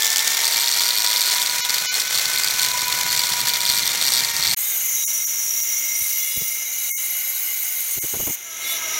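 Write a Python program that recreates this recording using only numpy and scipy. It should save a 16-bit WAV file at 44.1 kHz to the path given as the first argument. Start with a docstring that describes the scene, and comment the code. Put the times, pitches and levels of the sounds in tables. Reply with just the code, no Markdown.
"""An angle grinder with a saw blade runs free on a workbench while its speed dial is turned. The microphone
starts close to the motor end: the whine climbs and eases over the rush of the fan, and the bevel gears clack in
their backlash. Now and then the sound's noise cuts out for an instant. At 4.5 s the position changes abruptly
to the blade side: the spinning disc sings, with brief squeals, and its teeth hiss. From 6 s the fan's draught
puffs on the microphone."""
import sys
import numpy as np
from scipy import signal
from scipy.fft import rfft, irfft
from scipy.io import wavfile

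SR = 44100
rng = np.random.default_rng(int(sys.argv[2]) if len(sys.argv) > 2 else 0)


def unload_audio(sound):
    """Save the sound as a 16-bit wav file, at the path given as the first command line argument."""
    columns = np.transpose(np.atleast_2d(sound))
    # keep every value between -1 and 1, then stretch to whole-number steps
    steps = np.round(np.clip(columns, -1, 1) * 32767)
    wavfile.write(sys.argv[1], SR, steps.astype(np.int16))


N = 396459
T = np.arange(N) / SR
MOTOR_END_UNTIL_S, BLADE_SIDE_FROM_S = 4.546, 4.563
SWING_S = 0.4   # the tool is swung from side-on to rear-on to the microphone
CUTOFF_HZ = 15850

# Microphone close to the motor end. Levels in all tables are relative: each source adds its own gain.
# rotor speed: (time [s], speed [turns/s])
MOTOR_END_SPEED = [(0, 440), (.25, 450), (.55, 465), (1, 487), (1.6, 487), (2.15, 503), (2.8, 495),
                   (3.4, 486), (4, 474), (4.55, 461)]
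# main whine, at twice the rotor speed: (time [s], level [dB])
MAIN_WHINE = [(0.1, -46.5), (.45, -41), (1.7, -38.5), (2.0, -50), (2.5, -46), (2.72, -35.5), (3.6, -36.5),
              (3.85, -43.5), (4.54, -42)]
# other whine lines: (multiple of rotor speed, level at part speed [dB], level at full speed [dB])
WHINE_LINES = [(1, -57, -58.5), (3, -51, -38), (4, -35.5, -51.5), (5, -42, -41)]
# fan rush spectrum: (frequency [Hz], level [dB])
FAN_SPECTRUM = [(150, -26.5), (400, -14.5), (800, -8.5), (1500, -6), (2100, -1.5), (2750, -6.5),
                (3500, -1.5), (5000, -4), (5800, 0), (7500, -3.5), (9700, -9.5), (11700, -6), (13500, -11),
                (15800, -7)]
# air leaving the vents: (time [s], drone level [dB], rumble level [dB])
VENT_AIR = [(0, -60.5, -67), (1.4, -58.5, -70), (2.0, -55, -63), (2.85, -48.5, -53.5), (3.3, -47.5, -55),
            (3.8, -46.5, -59), (4.45, -47, -49)]
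# vent drone spectrum: (frequency [Hz], level [dB])
DRONE_SPECTRUM = [(60, -11), (100, -8.5), (130, 3.5), (170, -3), (230, -5), (400, -12), (600, -23)]
# draught rumble spectrum: (frequency [Hz], level [dB])
RUMBLE_SPECTRUM = [(28, -20), (45, -8), (65, 3), (90, -5), (130, -6), (250, -27)]
# disc resonances heard from the motor end: (frequency [Hz], width [Hz], level [dB])
NEAR_DISC_MODES = [(2105, 70, -39), (2322, 35, -42), (3735, 70, -42), (4258, 110, -38), (5700, 280, -39),
                   (7120, 120, -46), (11800, 70, -42), (14900, 70, -48)]
# gear case resonances: (frequency [Hz], width [Hz], level side-on [dB], level rear-on [dB])
CASE_MODES = [(3520, 490, 3.5, 1), (4360, 215, -5, 8.5), (4790, 190, 6, 5), (5620, 290, 6, 1.5),
              (7030, 790, 4, -6), (8380, 400, -3, 0.5), (8980, 250, -1, -2.5), (12530, 640, -5, -14),
              (11720, 110, -10, -10), (12800, 890, -16, -6.5), (15100, 400, -1, -19)]
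# single hard clacks: (time [s], level [dB])
HARD_CLACKS = [(0.0209, -6), (0.0458, -6), (0.0657, -8), (0.159, -5), (0.1815, -6), (0.4673, -4),
               (0.5596, -5), (0.6734, -4), (1.044, -4), (1.4601, -5), (1.495, -6), (1.6935, -4),
               (1.7823, -6), (1.941, -5), (2.1745, -4), (2.2543, -5), (2.374, -5), (2.4339, -4),
               (2.4738, -5), (2.9238, -4), (3.4032, -5), (3.5349, -5), (3.6042, -6), (3.6516, -4),
               (4.0123, -4), (4.119, -4), (4.364, -5), (4.4243, -3)]
# stray clacks, a few firm and many light: (rate [1/s], level [dB], spread [dB])
STRAY_CLACKS = [(9, -15, 3), (34.9, -20.5, 2.5)]
# bouts of gear chatter: (start [s], end [s], rate [1/s], level [dB])
CHATTER_BOUTS = [(0.084, .45, 52, -22), (.51, 1.359, 96, -15.5), (1.382, 1.43, 65, -15),
                 (1.734, 1.81, 55, -22), (2.126, 2.204, 80, -17.5), (2.595, 2.653, 135, -13.5),
                 (3.091, 3.35, 65, -17.5), (3.471, 3.502, 105, -14.5), (3.65, 3.788, 125, -15.5),
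                 (3.833, 3.9, 65, -13.5), (4.025, 4.089, 105, -15), (4.128, 4.21, 125, -14.5),
                 (4.429, 4.54, 108, -14.5)]
# the sound's noise cuts out for an instant, at both positions: (time [s], half length [s], depth [dB])
DROPOUTS = [(1.627, .016, 20), (1.89, .023, 34), (2.086, .007, 9), (4.326, .008, 11), (5.059, .016, 36),
            (5.26, .011, 17), (5.623, .01, 12), (6.939, .033, 42), (8.006, .014, 31)]

# Microphone on the blade side.
# rotor speed: (time [s], speed [turns/s])
BLADE_SIDE_SPEED = [(4.56, 420), (4.8, 380), (5.15, 303), (5.5, 274), (5.9, 303), (6.35, 330), (6.52, 320),
                    (6.7, 360), (7, 363), (7.5, 382), (8, 371), (8.3, 380), (8.52, 324), (8.72, 332),
                    (8.99, 314)]
# fan rush: (time [s], level [dB])
BLADE_SIDE_FAN = [(4.57, -47.5), (5.9, -48), (6.5, -51.5), (8.3, -49.5), (8.48, -52), (8.66, -43.5),
                  (8.99, -41)]
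# fan rush spectrum: (frequency [Hz], level [dB])
BLADE_SIDE_FAN_SPECTRUM = [(25, -25), (60, -8), (150, -8.5), (240, -7), (330, 0), (700, -2), (1100, 0),
                           (1700, 3), (2300, 5.5), (3300, 7.5), (4700, -6), (7800, -6.5), (15800, 4.5)]
# spectrum of the fine hiss off the rim: (frequency [Hz], level [dB])
RIM_SPECTRUM = [(7000, -3), (8500, -7), (10500, -4), (12000, 1), (13500, -3), (15800, -17)]
# motor whine: (time [s], level [dB])
BLADE_SIDE_WHINE = [(4.8, -55), (5.1, -75), (6.2, -63), (6.5, -60), (7.3, -54.5), (8.3, -61.5),
                    (8.7, -48.5), (8.99, -43)]
# low, middle and top disc modes, then bands of tooth hiss:
# (frequency when slow [Hz], shift when fast [Hz], width [Hz], level slow [dB], level fast [dB])
LOW_MODES = [(2135, -25, 100, -3, -5), (2300, 10, 90, -17, -11), (2850, 65, 110, -11, -10),
             (3850, 40, 60, -10, -11), (4380, -100, 45, -16, -14), (5085, 70, 40, -12, -14)]
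MID_MODES = [(7570, -40, 95, -9, -14), (8100, 90, 70, -6, -5), (8530, -130, 105, -13, -14),
             (8980, -90, 95, -8, -12), (9720, 150, 130, -2, -1), (10110, -370, 90, -5, -10),
             (10670, -115, 80, -6, -9), (11530, 100, 95, -1, 2), (11780, -260, 125, -5, -6),
             (12580, -110, 65, -8, -8)]
TOP_MODES = [(13370, 80, 220, 1, 2), (13650, 100, 130, -1, -4), (14030, 50, 130, -6, -3),
             (14580, -130, 85, -8, -5), (14940, -40, 185, -2, -4), (15170, 215, 125, -2, 1),
             (15690, 20, 100, -2, -5)]
TOOTH_BANDS = [(5790, 110, 210, 6, -8), (6100, 300, 605, 4, -1), (6540, 80, 150, 0, -1),
               (7040, 40, 185, 0, -5)]
# ringing of the low disc modes: (time [s], level [dB])
LOW_RING = [(4.57, -36.5), (5.55, -38), (6.2, -32), (7.2, -34.5), (8.35, -38.5), (8.38, -44.5),
            (8.6, -38.5), (8.67, -25.5), (8.82, -36.5), (8.99, -29)]
# ringing of the upper disc modes: (time [s], middle level [dB], top level [dB])
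UPPER_RING = [(4.6, -25, -26.5), (5.2, -27, -28.6), (5.35, -31, -29), (5.5, -29, -27), (5.9, -30, -27),
              (6.05, -25.5, -25), (6.55, -28.5, -27.2), (6.65, -32.5, -34.1), (6.82, -27.5, -27.5),
              (7.9, -28.0, -26), (8.35, -29, -29), (8.365, -42, -45.6), (8.58, -38.6, -50),
              (8.72, -25, -28), (8.8, -37.5, -48), (8.99, -32, -40)]
# hiss of the saw teeth: (time [s], level [dB])
TOOTH_HISS = [(4.57, -32), (4.95, -24), (5.75, -24), (6.4, -29.5), (6.8, -28), (7.45, -33), (8.35, -29.5),
              (8.365, -38), (8.99, -26.5)]
# brief squeals, and two narrow bands of hiss near 5.7 kHz at the end:
# (start [s], end [s], frequency [Hz], width [Hz], level [dB])
SQUEALS_AND_HISS = [(4.57, 4.86, 13600, 300, -31), (4.625, 4.745, 3700, 25.3, -40),
                    (4.966, 5.054, 3830, 5.6, -38), (5.166, 5.24, 3820, 4.3, -42),
                    (6.201, 6.466, 3427, 7, -42), (6.906, 6.968, 2152, 10, -33.5),
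                    (7.992, 8.016, 2130, 9.65, -42), (8.645, 8.772, 3490, 3.8, -36),
                    (8.621, 9.098, 5670, 66, -39.5), (8.88, 9.096, 5740, 170, -42)]
# puffs on the microphone: (time [s], level [dB])
PUFFS = [(6.021, -40.5), (6.375, -31.5), (6.418, -33), (7.98, -32.5), (8.045, -30.5), (8.145, -28),
         (8.167, -33), (8.205, -28), (8.234, -33), (8.277, -26.5), (8.3, -29)]


def from_db(db):
    """Decibels to gain."""
    return 10 ** (np.asarray(db) / 20)


def unit_power(x):
    """Scale to unit power along time."""
    return x / np.sqrt(np.mean(x ** 2, axis=-1, keepdims=True) + 1e-20)


def in_time(rows):
    """Each column of a curve, sample by sample."""
    s, *columns = np.transpose(rows)
    return [np.interp(T, s, c) for c in columns]


def drift(rate_hz):
    """Smooth random wander with a spread of 1."""
    r = np.exp(-16 * np.pi * rate_hz / SR)
    slow = signal.lfilter([1], [1, -2 * r, r * r], rng.standard_normal(N // 8 + 4002))[4000:]
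    return np.interp(np.arange(N) / 8, np.arange(len(slow)), unit_power(slow))


def noise(spectrum):
    """Steady noise of a given colour, unit power."""
    hz, level_db = np.transpose(spectrum)
    f = np.maximum(np.arange(N // 2 + 1) * SR / N, 1)
    gain = from_db(np.interp(np.log(f), np.log(hz), level_db))
    gain *= (f < CUTOFF_HZ) * np.minimum(f / hz[0], 1)
    return unit_power(irfft(rfft(rng.standard_normal(N)) * gain, N))


def phase_of(hz):
    """Running angle of a frequency that may move."""
    return 2 * np.pi * np.cumsum(hz + np.zeros(N)) / SR


def singing(hz, width_hz):
    """A resonance kept ringing at random: a tone of wandering strength and phase, unit power."""
    angle = phase_of(hz)
    return drift(0.56 * width_hz) * np.cos(angle) + drift(0.52 * width_hz) * np.sin(angle)


def resonate(x, hz, width_hz):
    """Two-pole resonance with a peak gain of 1."""
    r = np.exp(-np.pi * width_hz / SR)
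    poles = [1, -2 * r * np.cos(2 * np.pi * hz / SR), r * r]
    return signal.lfilter(np.array([1, 0, -1]) * (1 - r * r) / 2, poles, x)


def band(x, low_hz, high_hz, order=5):
    """Butterworth band-pass."""
    return signal.sosfilt(signal.butter(order, [low_hz, high_hz], "band", fs=SR, output="sos"), x)


def motor_whine(dropout, part_speed=455, full_speed=495, waver_db=2.9):
    """Close up, the motor whines at multiples of its rotor speed."""
    speed, = in_time(MOTOR_END_SPEED)
    angle = phase_of(speed * (1 + 0.00089 * drift(16.8)))
    pace = np.clip((speed - part_speed) / (full_speed - part_speed), 0, 1)
    lines = [(2, in_time(MAIN_WHINE)[0])]
    lines += [(k, part + pace * (full - part)) for k, part, full in WHINE_LINES]
    lines += [(k, -47 + 11 * (1 - dropout)) for k in range(6, 15)]
    return sum(from_db(db + waver_db * drift(23)) * np.sqrt(2) * np.sin(k * angle) for k, db in lines)


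def fan_air(rush_db=-24.5, side_boost_db=1.3, flutter_db=2.5):
    """The fan drives air through the vents: a fluttering rush, a drone and the rumble of the draught."""
    side_on = np.clip(2 - T / SWING_S, 0, 1)   # the vents face the microphone at first
    rush = from_db(rush_db + side_boost_db * side_on + flutter_db * drift(110)) * noise(FAN_SPECTRUM)
    drone_db, rumble_db = in_time(VENT_AIR)
    drone = from_db(drone_db + 1 + 3.8 * drift(12)) * noise(DRONE_SPECTRUM)
    rumble = from_db(rumble_db + 1) * noise(RUMBLE_SPECTRUM)
    return rush + drone + rumble


def near_disc_ring(dropout):
    """The disc's modes ring faintly as steady tones behind the motor end."""
    ring = sum(from_db(db) * singing(hz, width) for hz, width, db in NEAR_DISC_MODES)
    return from_db(0.8 + 4 * (1 - dropout)) * ring


def clack_times(backlash_s=.004, free_flight_s=.012, rebound_s=.0098, rebound_chance=.7, scatter=.42):
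    """Times and levels of gear teeth striking: uneven bouts, strays and single hard clacks."""
    events = []
    for start, end, per_s, db in CHATTER_BOUTS:
        chance = rng.standard_normal((160, 2))
        stretch = np.exp(scatter * chance[:, 0] - scatter ** 2 / 2)
        gaps = backlash_s + max(1 / per_s - backlash_s, 0) * stretch   # crossing the backlash takes time
        s = start + np.cumsum(gaps) - gaps[0]
        events += list(zip(s[s < end], db + 2.2 * chance[:, 1]))
    for per_s, db, spread_db in STRAY_CLACKS:
        s = (np.arange(400) + rng.random(400)) / per_s
        events += list(zip(s[s < MOTOR_END_UNTIL_S], db + spread_db * rng.standard_normal(len(s))))
    hard = np.array(HARD_CLACKS) + [.0008, -8]   # offsets (time [s], level [dB])
    rebounds = hard[rng.random(len(hard)) < rebound_chance] + [rebound_s, -1.5]   # off the other flank
    hard = np.vstack([hard, rebounds])
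    # the teeth fly free around a hard clack, so lighter ones are skipped
    free_from, free_until = hard[:, 0] - free_flight_s, hard[:, 0] + backlash_s
    events = [(s, db) for s, db in events if not np.any((s > free_from) & (s < free_until))]
    return np.vstack([hard, events]).T


def gear_clacks(side_contact_s=.002, rear_contact_s=.0009, tail_s=.0022, vary_db=2.2):
    """Teeth slap across their backlash: rough contact and a short rattle ring the gear case."""
    s, db = clack_times()
    rear_on = np.clip((s - SWING_S) / 0.16 + .5, 0, 1)
    contact = (side_contact_s + rear_on * (rear_contact_s - side_contact_s))[:, None]
    age = np.arange(SR // 100) / SR
    force = np.where(age < contact, 1, from_db(-10) * np.exp(-(age - contact) / tail_s))
    slaps = rng.choice([-1., 1.], (2000, len(age)))[:len(s)] * force
    chance = rng.standard_normal((2000, len(CASE_MODES)))[:len(s)]
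    rings = 0
    for k, (hz, width, side_db, rear_db) in enumerate(CASE_MODES):
        strength = from_db(side_db + rear_on * (rear_db - side_db) + vary_db * chance[:, k])
        rings = rings + (-1) ** k * strength[:, None] * resonate(slaps, hz, width)
    rings = unit_power(rings) * from_db(db - 7)[:, None]
    rings *= np.sqrt(contact / rear_contact_s)   # longer contact, more energy
    onsets_s = np.maximum(s - (contact[:, 0] - rear_contact_s) / 2, 0)
    out = np.zeros(N)
    for start, ring in zip((onsets_s * SR).astype(int), rings):
        out[start:start + len(ring)] += ring
    return out


def dropouts():
    """Gain that cuts the sound's noise for an instant, leaving bare tones, some slightly louder."""
    dips_db = sum(depth * np.exp(-np.minimum(((T - s) / half) ** 4, 20)) for s, half, depth in DROPOUTS)
    return from_db(-dips_db)


def blade_side_air():
    """From the blade side the fan's rush is softer, joined by fine hiss off the rim."""
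    fan_db, = in_time(BLADE_SIDE_FAN)
    mid_db, top_db = in_time(UPPER_RING)
    rush = from_db(fan_db + 10.5) * noise(BLADE_SIDE_FAN_SPECTRUM)
    rim = from_db((mid_db + top_db) / 2 - 7) * noise(RIM_SPECTRUM)
    return rush + rim


def blade_side_whine(speed):
    """Four multiples of the rotor speed carry faintly to the blade side."""
    lines = [(2, -2), (3, -7.5), (4, 3), (5, -2)]   # (multiple, level [dB])
    whine = sum(from_db(db) * singing(k * speed, 34) for k, db in lines)
    return whine * from_db(in_time(BLADE_SIDE_WHINE)[0])


def spinning_modes(modes, pace, swell_db=1.5, swell_hz=4.3):
    """Waves run round the disc with or against its spin, so each mode rises or falls with speed."""
    out, power = 0, 0
    for slow_hz, shift_hz, width, slow_db, fast_db in modes:
        gain = from_db(slow_db + np.clip(pace, 0, 1) * (fast_db - slow_db))
        swell = from_db(swell_db * drift(swell_hz))
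        out = out + gain * swell * singing(slow_hz + pace * shift_hz, width)
        power = power + gain ** 2
    return out / np.sqrt(power)


def disc_ring(pace, dropout):
    """Turbulence keeps the disc singing in its low, middle and top modes."""
    low_db, = in_time(LOW_RING)
    mid_db, top_db = in_time(UPPER_RING)
    low = from_db(low_db - 1) * band(spinning_modes(LOW_MODES, pace, swell_db=1.8), 1540, 5700)
    mid = from_db(mid_db - 2) * spinning_modes(MID_MODES, pace)
    top = from_db(top_db - 1) * spinning_modes(TOP_MODES, pace)
    return low * dropout ** 0.58 + mid + top


def tooth_hiss(pace, dropout):
    """The saw teeth hiss in bands whose pitch rises with speed."""
    hiss = band(spinning_modes(TOOTH_BANDS, pace, swell_db=0), 5450, 7400)
    return from_db(in_time(TOOTH_HISS)[0]) * hiss * dropout ** 0.047


def squeals_and_hiss(edge_s=0.015, waver_db=3.5):
    """Brief squeals as one disc mode builds up, and two narrow bands of hiss near 5.7 kHz at the end."""
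    out = 0
    for start, end, hz, width, db in SQUEALS_AND_HISS:
        swell = np.clip(np.minimum(T - start, end - T) / edge_s + .5, 0, 1)
        gain = swell * from_db(db + waver_db * drift(18))
        out = out + gain * np.sqrt(2) * np.sin(phase_of(hz + .5 * width * drift(55.1)))
    return out


def puffs(spread_s=.0075, db_per_octave=6):
    """Air from the motor's fan gusts onto the microphone; harder puffs are brighter."""
    out = np.zeros(N)
    age = np.arange(-(SR // 10), SR // 10) / SR
    window = np.exp(-.5 * (age / spread_s) ** 2)
    for s, db in PUFFS:
        bright_hz = np.clip(296 * 2 ** ((db + 33) / db_per_octave), 60, 2000)
        eddy = window * band(rng.standard_normal(len(age)), 30, bright_hz, order=2)
        eddy *= np.sqrt(np.sum(window ** 2) / np.sum(eddy ** 2))
        start = int(s * SR) - len(age) // 2
        out[start:start + len(age)] += from_db(db - 3) * eddy
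    return out


def scene(slow_speed=310, fast_speed=380):
    """Two microphone positions in turn, a tiny gap between them; mono on both channels."""
    dropout = dropouts()
    motor_end = motor_whine(dropout) + fan_air() * dropout + near_disc_ring(dropout) + gear_clacks() * dropout
    speed, = in_time(BLADE_SIDE_SPEED)
    pace = (speed - slow_speed) / (fast_speed - slow_speed)   # 0 when slow, 1 when fast
    background = (blade_side_air() + blade_side_whine(speed)) * dropout
    blade = disc_ring(pace, dropout) + tooth_hiss(pace, dropout)
    flutter = from_db(0.87 * drift(104))
    blade_side = background + blade * flutter + squeals_and_hiss() + puffs()
    fade_out = np.clip((MOTOR_END_UNTIL_S - T) / .001, 0, 1)
    fade_in = np.clip((T - BLADE_SIDE_FROM_S) / .01, 0, 1)
    mono = fade_out * motor_end + fade_in * blade_side
    return np.array([mono, mono])


def record(dry):
    """Peaks are rounded off and the highest treble is cut."""
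    ceiling = .56
    rounded = dry / (1 + (dry / ceiling) ** 4) ** .25
    return signal.sosfilt(signal.ellip(10, .1, 80, CUTOFF_HZ, fs=SR, output="sos"), rounded)


dry = scene()
out = record(dry)
unload_audio(out)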